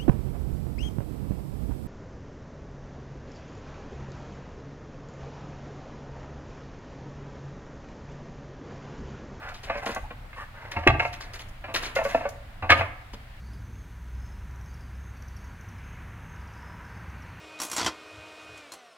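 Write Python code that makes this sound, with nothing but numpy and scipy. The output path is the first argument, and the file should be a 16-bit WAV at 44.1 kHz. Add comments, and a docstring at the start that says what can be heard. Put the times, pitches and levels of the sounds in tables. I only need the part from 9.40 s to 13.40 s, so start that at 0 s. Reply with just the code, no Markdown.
"""In a garden, below a roof where roofers unload heavy tiles from a lifted pallet and stack them.
Impacts excite the tiles' damped modes (clacks, clinks, hollow clonks), friction makes them scrape and
squeal, and the wooden deck booms under the load. The houses return the sound as echoes.
Dry, sandy scuffs sound close by, and the lift's engine idles under a light wind."""
import sys
import numpy as np
from scipy import signal
from scipy.fft import rfft, irfft
from scipy.io import wavfile

SR = 44100
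rng = np.random.default_rng(int(sys.argv[2]) if len(sys.argv) > 2 else 0)


def waveform_to_disk(signal):
    """Save audio, clipped to [-1, 1], as 16-bit WAV at the path in sys.argv[1]."""
    frames = np.transpose(np.atleast_2d(signal))
    scaled = np.clip(frames, -1, 1) * 32767
    samples = np.round(scaled).astype(np.int16)
    wavfile.write(sys.argv[1], SR, samples)


N = 176400


def tile_clacks():
    """Impact excitation: tile strikes tile, each blow with its own balance of modes."""
    # t/s, low, middle and high level/dB, decay factor, rise/s, pitch factor
    blows = [(.296, -40.5, -26.5, -30.5, 0.83, 0.0063, 0.99),
             (0.351, -46.5, -34.5, -44, 1.45, 0.0037, 0.85), (.461, -37, -30, -35.5, 1.55, 0.0015, .88),
             (.490, -36, -35, -51, 1.2, 0.0028, 0.89), (.561, -42.5, -30, -35.5, 1.2, 0.0015, 0.96),
             (0.704, -47.5, -40.5, -43, 0.94, 0.0053, .92), (.929, -61, -52, -45, 1.5, 0.0018, 1.01),
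             (1.317, -66, -52, -40, 0.24, 0.00074, 1.2), (2.238, -56.5, -39, -40, 1.9, 0.0049, 1.14),
             (2.279, -48.5, -40.5, -45.5, 3.5, 0.0088, 0.99), (3.223, -43.5, -32, -37, 2.75, 0.0024, 0.97),
             (3.292, -45, -21, -20.5, 1.27, 0.0043, 1.045), (3.301, -31.5, -26.5, -14, 1, 0.0036, 1),
             (3.318, -34.5, -18, -13, 0.85, 0.0028, 1.04), (3.353, -49, -31, -40, 1.6, 0.0034, 1.03),
             (3.388, -57, -31, -30.5, 0.9, 0.0084, 1.11), (3.406, -40.5, -24.5, -28, 1.1, 0.0062, 0.98),
             (3.734, -44.5, -46, -57, 0.62, 0.0023, 0.83)]
    return track((start, knock(tile_modes(), *blow, crunch_db=1)) for start, *blow in blows)


def bundle_drop():
    """Free vibration: a heavy bundle of tiles lands and settles, ringing at each contact."""
    # t/s, low, middle and high level/dB, decay factor, rise/s
    landings = [(1.465, -16.5, -20, -38, 1, 0.00087), (1.4727, -20, -15.5, -11.5, 1, 0.0021),
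                (1.498, -36, -22.5, -24, 0.55, 0.0048), (1.546, -33.5, -29.5, -50, 0.7, 0.0042)]
    # Modes of the bundle: f/Hz, relative level/dB, nominal T60/s
    modes = [(322, -1.5, 0.065), (678, 2, .08), (772, -3, 0.13), (860, -4.5, 0.17), (1164, -1.5, 0.091),
             (1584, -0.5, 0.065), (1920, 3, 0.032), (2133, -1, .08), (2622, -1.5, 0.09),
             (3320, -12.5, 0.082), (3920, -16, 0.077)]
    return track((start, knock(modes, *blow, crunch_db=-3)) for start, *blow in landings)


def loose_clinks():
    """Free vibration: a loose tile settles, and its strong upper modes make it sound bright."""
    # t/s, low, middle and high level/dB, decay factor, rise/s
    contacts = [(1.362, -37, -28, -31.5, 1.1, 0.0094), (1.595, -48, -25, -21, 0.74, 0.0086),
                (1.620, -61, -31, -33, 1.5, 0.0027), (1.650, -53, -26.5, -29.5, 1.08, 0.0011)]
    # Modes of the loose tile: f/Hz, relative level/dB, nominal T60/s
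    modes = [(310, -14, 0.088), (707.5, -7, 0.14), (901.7, -9, 0.2), (1127, -12, 0.055), (1353, -11, 0.12),
             (1646, -4.5, 0.078), (2150, 3.5, 0.067), (2340, -5, 0.055), (2690, 0, 0.058)]
    return track((start, knock(modes, *blow, crunch_db=3.5)) for start, *blow in contacts)


def stack_clonks():
    """Resonance: a tile set down on a stack rings hollow, with one middle mode dominant."""
    # t/s, low, middle and high level/dB, decay factor, pitch factor
    contacts = [(2.560, -44, -23, -26, 1.4, 0.78), (2.585, -45.5, -24, -32.5, 0.97, 0.96),
                (2.611, -50, -26.5, -42, 1.05, 0.94), (2.648, -43.5, -25, -35.5, 1.4, 0.8),
                (2.745, -29.5, -17, -31, 0.63, 0.95), (2.806, -48.5, -33.5, -45, 1.8, 0.93),
                (2.851, -45, -26, -39, 0.98, 0.81)]
    # Modes of the stack: nominal f/Hz, relative level/dB, nominal T60/s
    modes = [(270, -6.5, 0.085), (552, -12, 0.097), (693.4, 1, 0.071), (950, -9.5, 0.061),
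             (1424, -12.5, 0.14), (1860, -6, 0.11), (2700, -6.5, 0.094)]
    return track((start, knock(modes, *blow, rise_s=0.0038, pitch=pitch))
                 for start, *blow, pitch in contacts)


def knock(modes, low_db, middle_db, high_db, decay, rise_s, pitch=1, crunch_db=0):
    """Impact: a gritty contact rings the modes; how the tile lands sets the level of three bands."""
    # Low, middle and high band: lower f/Hz, upper f/Hz
    bands = [(170, 470), (470, 1100), (1100, 15000)]
    # Contact noise: f/Hz, relative spectral level/dB
    crunch_spectrum = [(200, -2), (300, -11), (430, -8.5), (600, -0.5), (1500, -4.5), (2700, 1.5),
                       (3300, -22), (3950, -13.5), (5000, -21), (15000, -69)]
    crunch_t60_s, strike_s = 0.072, 0.017
    t, strike = np.arange(SR // 3) / SR, slice(round(strike_s * SR))
    body = ring(modes, t, decay, pitch)
    crunch = colour(grit(t, spread_db=-1), crunch_spectrum)
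    crunch *= amp(crunch_db - 60 * t / (crunch_t60_s * decay))
    contact = (body / body[strike].std() + crunch) * np.minimum(t / rise_s, 1)
    sound = np.zeros(len(t))
    for band, db in zip(bands, (low_db, middle_db, high_db)):
        part = signal.sosfilt(signal.butter(3, band, "bandpass", fs=SR, output="sos"), contact)
        sound += amp(db) * part / part[strike].std()
    return sound


def tile_modes(spread_db=3, t60_s=0.085):
    """Modal excitation: where a tile is struck, here by chance, decides how strongly each mode rings."""
    # Natural frequencies of a tile: f/Hz
    mode_hz = [258, 323, 528, 675, 776, 899, 1179, 1247, 1493, 1618, 1770, 2094, 2172, 2612, 2903, 3300,
               3920]
    # Mean strength of each mode: relative level/dB
    mode_db = [-2.5, -5, -2, 1, -2, -3.5, 1, -4.5, -0.5, 1, -3, 3, -5, 0.5, -8.5, -13, -9]
    return [(hz, db + spread_db * rng.standard_normal(), t60_s) for hz, db in zip(mode_hz, mode_db)]


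def ring(modes, t, decay, pitch, phase_spread=1):
    """Modal superposition: a sum of damped sines; decay scales each T60, pitch each frequency."""
    return sum(amp(db - 60 * t / (t60 * decay))
               * np.sin(2 * np.pi * (hz * pitch * t + phase_spread * rng.random()))
               for hz, db, t60 in modes)


def edge_tones(bandwidth_hz=47):
    """Narrow resonance: short tones from tile edges, heard as gliding squeals and one faint clink."""
    # t/s, duration/s, first f/Hz, last f/Hz, level/dB
    tones = [(.422, .035, 756, 820, -38), (.482, 0.034, 480, 590, -38), (.635, .03, 825, 880, -44.5),
             (.957, .09, 1085, 1260, -44.5), (0.966, 0.096, 1810, 1770, -46.5)]
    pole = np.exp(-np.pi * bandwidth_hz / SR)
    out = np.zeros(N)
    for start, length, from_hz, to_hz, db in tones:
        t = np.arange(0, length, 1 / SR)
        carrier = np.exp(2j * np.pi * np.cumsum(np.linspace(from_hz, to_hz, len(t))) / SR)
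        # Shifted down, low-passed and shifted back, the noise keeps only a band around the glide.
        baseband = signal.lfilter([1 - pole], [1, -pole], grit(t, spread_db=4.5) / carrier)
        tone = (carrier * baseband).real
        add(out, start, amp(db) * unit(tone * np.sin(np.pi * t / length) ** .5))
    return out


def tile_scrapes():
    """Sliding friction: tile rubs unevenly on tile, and the noise drives the tile's modes."""
    # t/s, duration/s, level/dB
    slides = [(0, 0.14, -41), (0.268, 0.14, -38.5), (0.406, 0.18, -41), (0.96, 0.086, -45),
              (1.137, 0.21, -47), (1.30, 0.22, -41.5), (1.802, 0.2, -53), (2.557, 0.34, -41),
              (3.33, 0.16, -39.5)]
    # Friction noise: f/Hz, relative spectral level/dB
    rub_spectrum = [(150, -8.5), (260, -7), (400, -10), (560, 4), (850, 2), (1200, -1), (1700, 1.5),
                    (2700, -3.5), (3300, -15.5), (5500, -21), (15000, -67)]
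    out = np.zeros(N)
    for start, length, db in slides:
        t = np.arange(0, length, 1 / SR)
        stroke = np.sin(np.pi * t / length) ** .5 * amp(1.9 * wander(t, rate_hz=42.1))
        rub = colour(grit(t, spread_db=1.5), rub_spectrum)
        response = ring(tile_modes(), t, decay=0.32, pitch=0.99)
        singing = unit(signal.fftconvolve(rub, response)[:len(t)])
        add(out, start, amp(db) * unit(stroke * (rub + amp(-4) * singing)))
    return out


def grit(t, spread_db, snaps_per_s=900):
    """Shot noise of a rough contact: small snaps of uneven size over fine noise."""
    hits = rng.random(len(t)) < snaps_per_s / SR
    sizes = amp(spread_db * np.minimum(rng.exponential(1, len(t)), 3))
    fine, sign = rng.standard_normal((2, len(t)))
    return unit(hits * sizes * np.sign(sign)) + amp(-0.5) * fine


def deck_booms(rise_s=0.013):
    """Transient response: a sudden load starts the low modes of the wooden deck in phase."""
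    # t/s, level/dB, pitch factor
    loads = [(1.363, -30, 0.99), (1.47, -24, 0.53), (1.481, -21, 1.45), (1.486, -24.5, 0.93),
             (1.542, -28, 1.3), (3.225, -32.5, 1.09), (3.302, -24.5, 1.06), (3.387, -27, 1.12)]
    # Modes of the deck: nominal f/Hz, relative level/dB, nominal T60/s
    modes = [(83.1, 0, 0.33), (95.9, -3, 0.25), (272, -24, .1)]
    t = np.arange(SR // 2) / SR
    onset = np.sqrt(2) * np.minimum(t / rise_s, 1)
    return track((start, amp(db) * onset * ring(modes, t, decay=0.86, pitch=pitch, phase_spread=0))
                 for start, db, pitch in loads)


def near_scuffs(hiss_rise_s=0.002, body_rise_s=0.0053):
    """Friction noise of short sandy rubs: a sharp hiss, then a duller body; both hold and die away."""
    # t/s, hold/s, T60/s, relative hiss level/dB, relative body level/dB
    rubs = [(0.086, 0.006, 0.092, -56.5, -45), (0.138, 0.012, 0.2, -59, -44.5),
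            (0.231, 0.017, 0.14, -54.5, -42.5), (0.369, 0.023, .1, -59, -47),
            (0.456, 0.008, 0.24, -46, -35.5), (0.51, 0.016, 0.11, -58, -49),
            (.546, 0.0017, .03, -36.5, -41), (1.313, 0.0025, 0.09, -47.5, -34),
            (1.468, 0.0078, 0.17, -51, -37), (1.591, 0.089, 0.13, -58.5, -51.5),
            (1.727, 0.017, 0.088, -52.5, -41), (1.804, 0.011, 0.17, -53.5, -38.5),
            (1.933, 0.025, 0.075, -50, -41), (1.99, 0.028, 0.05, -53, -42.5),
            (2.084, 0.01, 0.058, -59, -65), (2.339, 0.028, 0.11, -38.5, -27),
            (2.423, 0.039, 0.14, -47.5, -33.5), (2.552, 0.0046, 0.15, -40.5, -33.5),
            (2.637, 0.0062, 0.24, -44, -44), (2.688, 0.026, 0.51, -54, -46),
            (2.888, 0.0065, 0.06, -45, -69), (3.299, 0.0048, 0.1, -37, -16.5),
            (3.372, 0.029, 0.084, -53, -51), (3.731, 0.013, 0.04, -56.5, -44)]
    # Hiss common to both channels: f/Hz, relative spectral level/dB
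    hiss_spectrum = [(1500, -35), (3500, -19), (5000, 14), (7000, -12), (8000, -26.5), (10000, -21),
                     (15000, -11)]
    # Body of the rub: f/Hz, relative spectral level/dB
    body_spectrum = [(150, -25.5), (280, -2.5), (600, -5), (1500, -2.5), (2300, 0.5), (3200, -2.5),
                     (4200, -4), (6000, -12), (15000, -58)]
    # Hiss independent in each channel: f/Hz, relative spectral level/dB
    fizz_spectrum = [(2500, -4), (5000, -1.5), (7000, 5.5), (8000, -6.5), (10000, 0), (15000, -10.5)]
    hiss_gain, body_gain = np.zeros((2, N))
    t = np.arange(SR // 3) / SR
    for start, hold, t60, hiss_db, body_db in rubs:
        fade = amp(-60 * np.maximum(t - hold, 0) / t60)
        add(hiss_gain, start, amp(hiss_db) * fade * np.minimum(t / hiss_rise_s, 1))
        add(body_gain, start, amp(body_db) * fade * np.minimum(t / body_rise_s, 1))
    grains = sand_crackle(spread_db=3)
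    hiss = amp(-10) * hiss_gain * colour(grains, hiss_spectrum)
    body = body_gain * colour(grains, body_spectrum)
    fizz = np.array([colour(sand_crackle(spread_db=4), fizz_spectrum) for channel in range(2)])
    return stereo(hiss + body, lag_s=.00008, left_db=1.7) + amp(0.5) * hiss_gain * fizz


def sand_crackle(spread_db, grains_per_s=6000, grain_s=.002):
    """Shot noise: sand grains snap at random times, each with its own pitch and size."""
    when, pitch, size = rng.random((int(grains_per_s * N / SR), 3)).T[:, :, None]
    k = np.arange(round(grain_s * SR))
    strength = amp(-spread_db * np.log(np.maximum(size, .05)))
    grains = strength * (1 - k / len(k)) ** 2 * np.sin(np.pi * pitch * k)
    positions = (when * N).astype(int) + k
    return np.bincount(positions.ravel(), grains.ravel(), N)[:N]


def early_echoes(direct):
    """Specular reflection: roof and walls return delayed, weaker copies."""
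    # delay/s, relative level/dB
    paths = [(.0105, -15.5), (.026, -21), (.066, -25)]
    return track((delay, amp(db) * direct) for delay, db in paths)


def yard_reverb(x, echoes_per_s=3000, rise_s=0.0039):
    """Scattering: houses and hedges return dense echoes, each band dying at its own rate."""
    # Reverberation time: f/Hz, T60/s
    decay_times = [(80, 1), (300, 0.46), (800, 0.68), (2500, 0.54), (5000, 0.3), (15000, 0.51)]
    taps = rng.standard_normal((2, SR)) * (rng.random((2, SR)) < echoes_per_s / SR)
    hz, t, bands = signal.stft(diffuse(taps), SR, nperseg=256)
    envelope = amp(-60 * t / read(decay_times, hz)[:, None]) * np.minimum(t / rise_s, 1)
    tail = signal.istft(bands * envelope, SR, nperseg=256)[1]
    return signal.fftconvolve(x[None], tail / np.linalg.norm(tail[0]), axes=1)[:, :N]


def lift_engine():
    """Modulated tones: the idling engine hums in low partials that waver in level and phase."""
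    # f/Hz, level/dB
    partials = [(30, -56), (60.3, -57.5), (90.5, -57.5), (101, -61), (121, -56)]
    t, hum = np.arange(N) / SR, np.zeros(N)
    for hz, db in partials:
        peak = np.sqrt(2) * amp(db + 2 * wander(t, rate_hz=3.6))
        hum += peak * np.sin(2 * np.pi * hz * t + wander(t, rate_hz=2.305))
    return hum


def wind_gusts():
    """Pressure fluctuation: soft gusts on the microphone make brief swells of rumble."""
    # t/s, duration/s, level/dB
    gusts = [(0.578, 0.12, -42), (2.04, 0.11, -44.5)]
    # Rumble: f/Hz, relative spectral level/dB
    spectrum = [(10, 11), (30, 17), (60, 11), (110, -8), (300, -50), (2000, -90)]
    out = np.zeros(N)
    for start, length, db in gusts:
        swell = np.hanning(round(length * SR))
        rumble = colour(rng.standard_normal(SR), spectrum)[:len(swell)]
        add(out, start, amp(db) * unit(swell * rumble))
    return out


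def outdoor_air(level_db=-45, breeze_top_hz=1500):
    """Diffuse ambient noise: its lower part wavers in the breeze while the treble stays steady."""
    # f/Hz, relative spectral level/dB
    spectrum = [(12, -32), (20, 0.5), (129, -14.5), (153, -21), (274, -25.5), (416, -35), (686, -24),
                (1050, -28), (1920, -26.5), (4550, -39.5), (5850, -47), (10500, -49), (15500, -50)]
    air = colour(diffuse(rng.standard_normal((2, N))), spectrum)
    breeze = signal.sosfilt(signal.butter(2, breeze_top_hz, fs=SR, output="sos"), air)
    waver = amp(1.46 * wander(np.arange(N) / SR, rate_hz=9)) - 1
    return amp(level_db) * (air + breeze * waver)


def diffuse(pair):
    """Diffuse-field coherence: two independent noises are made alike in the bass."""
    # f/Hz, left-right correlation
    coherence = [(50, 0.97), (300, .95), (1000, 0.088), (2500, 0.041), (5000, 0.041), (15000, 0.037)]
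    left, other = rfft(pair)
    alike = read(coherence, freqs(pair))
    right = alike * left + np.sqrt(1 - alike ** 2) * other
    return irfft(np.array([left, right]), pair.shape[-1])


def stereo(x, lag_s, left_db=0):
    """Path difference: sound from the right reaches the left later; left_db is left over right."""
    left = irfft(rfft(x) * np.exp(-2j * np.pi * freqs(x) * lag_s), len(x))
    return np.array([left * amp(left_db / 2), x * amp(-left_db / 2)])


def wander(t, rate_hz):
    """Random modulation: a sum of sines below rate_hz, rms about 1."""
    f, phase = rng.random((2, 16, 1))
    return np.sin(2 * np.pi * (rate_hz * f * t + phase)).sum(0) / np.sqrt(len(f) / 2)


def colour(x, spectrum):
    """Spectral shaping, at rms 1."""
    return unit(irfft(rfft(x) * amp(read(spectrum, freqs(x))), x.shape[-1]))


def read(points, hz):
    """Interpolation on a log-frequency axis."""
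    f, value = np.transpose(points)
    return np.interp(np.log(hz + 1), np.log(f + 1), value)


def freqs(x):
    """Frequencies of the spectrum of x."""
    return np.fft.rfftfreq(x.shape[-1], 1 / SR)


def amp(db):
    """Level to amplitude ratio."""
    return 10 ** (np.asarray(db) / 20)


def unit(x):
    """Normalisation to rms 1."""
    return x / np.sqrt(np.mean(x ** 2) + 1e-20)


def add(mix, start_s, sound):
    """Superposition of one sound on the mix."""
    part = mix[round(start_s * SR):][:len(sound)]
    part += sound[:len(part)]


def track(events):
    """Superposition of (t/s, sound) pairs."""
    mix = np.zeros(N)
    for start, sound in events:
        add(mix, start, sound)
    return mix


def scene():
    """Superposition of the roof work, the near scuffs, their echoes and the background."""
    direct = (tile_clacks() + bundle_drop() + edge_tones() + loose_clinks() + stack_clonks()
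              + tile_scrapes() + deck_booms())
    near = near_scuffs()
    roof = stereo(direct + early_echoes(direct), lag_s=.000102)
    reverb = amp(-12.5) * yard_reverb(direct + amp(9.5) * near.mean(0))
    return roof + near + reverb + lift_engine() + wind_gusts() + outdoor_air()


def record(dry):
    """Clipping of the highest peaks, then band limiting."""
    ceiling, cutoff_hz = .93, 15900
    lowpass = signal.firwin(511, cutoff_hz, window=("kaiser", 9), fs=SR)
    return signal.oaconvolve(np.clip(dry, -ceiling, ceiling), lowpass[None], "same")


dry = scene()
out = record(dry)
waveform_to_disk(out)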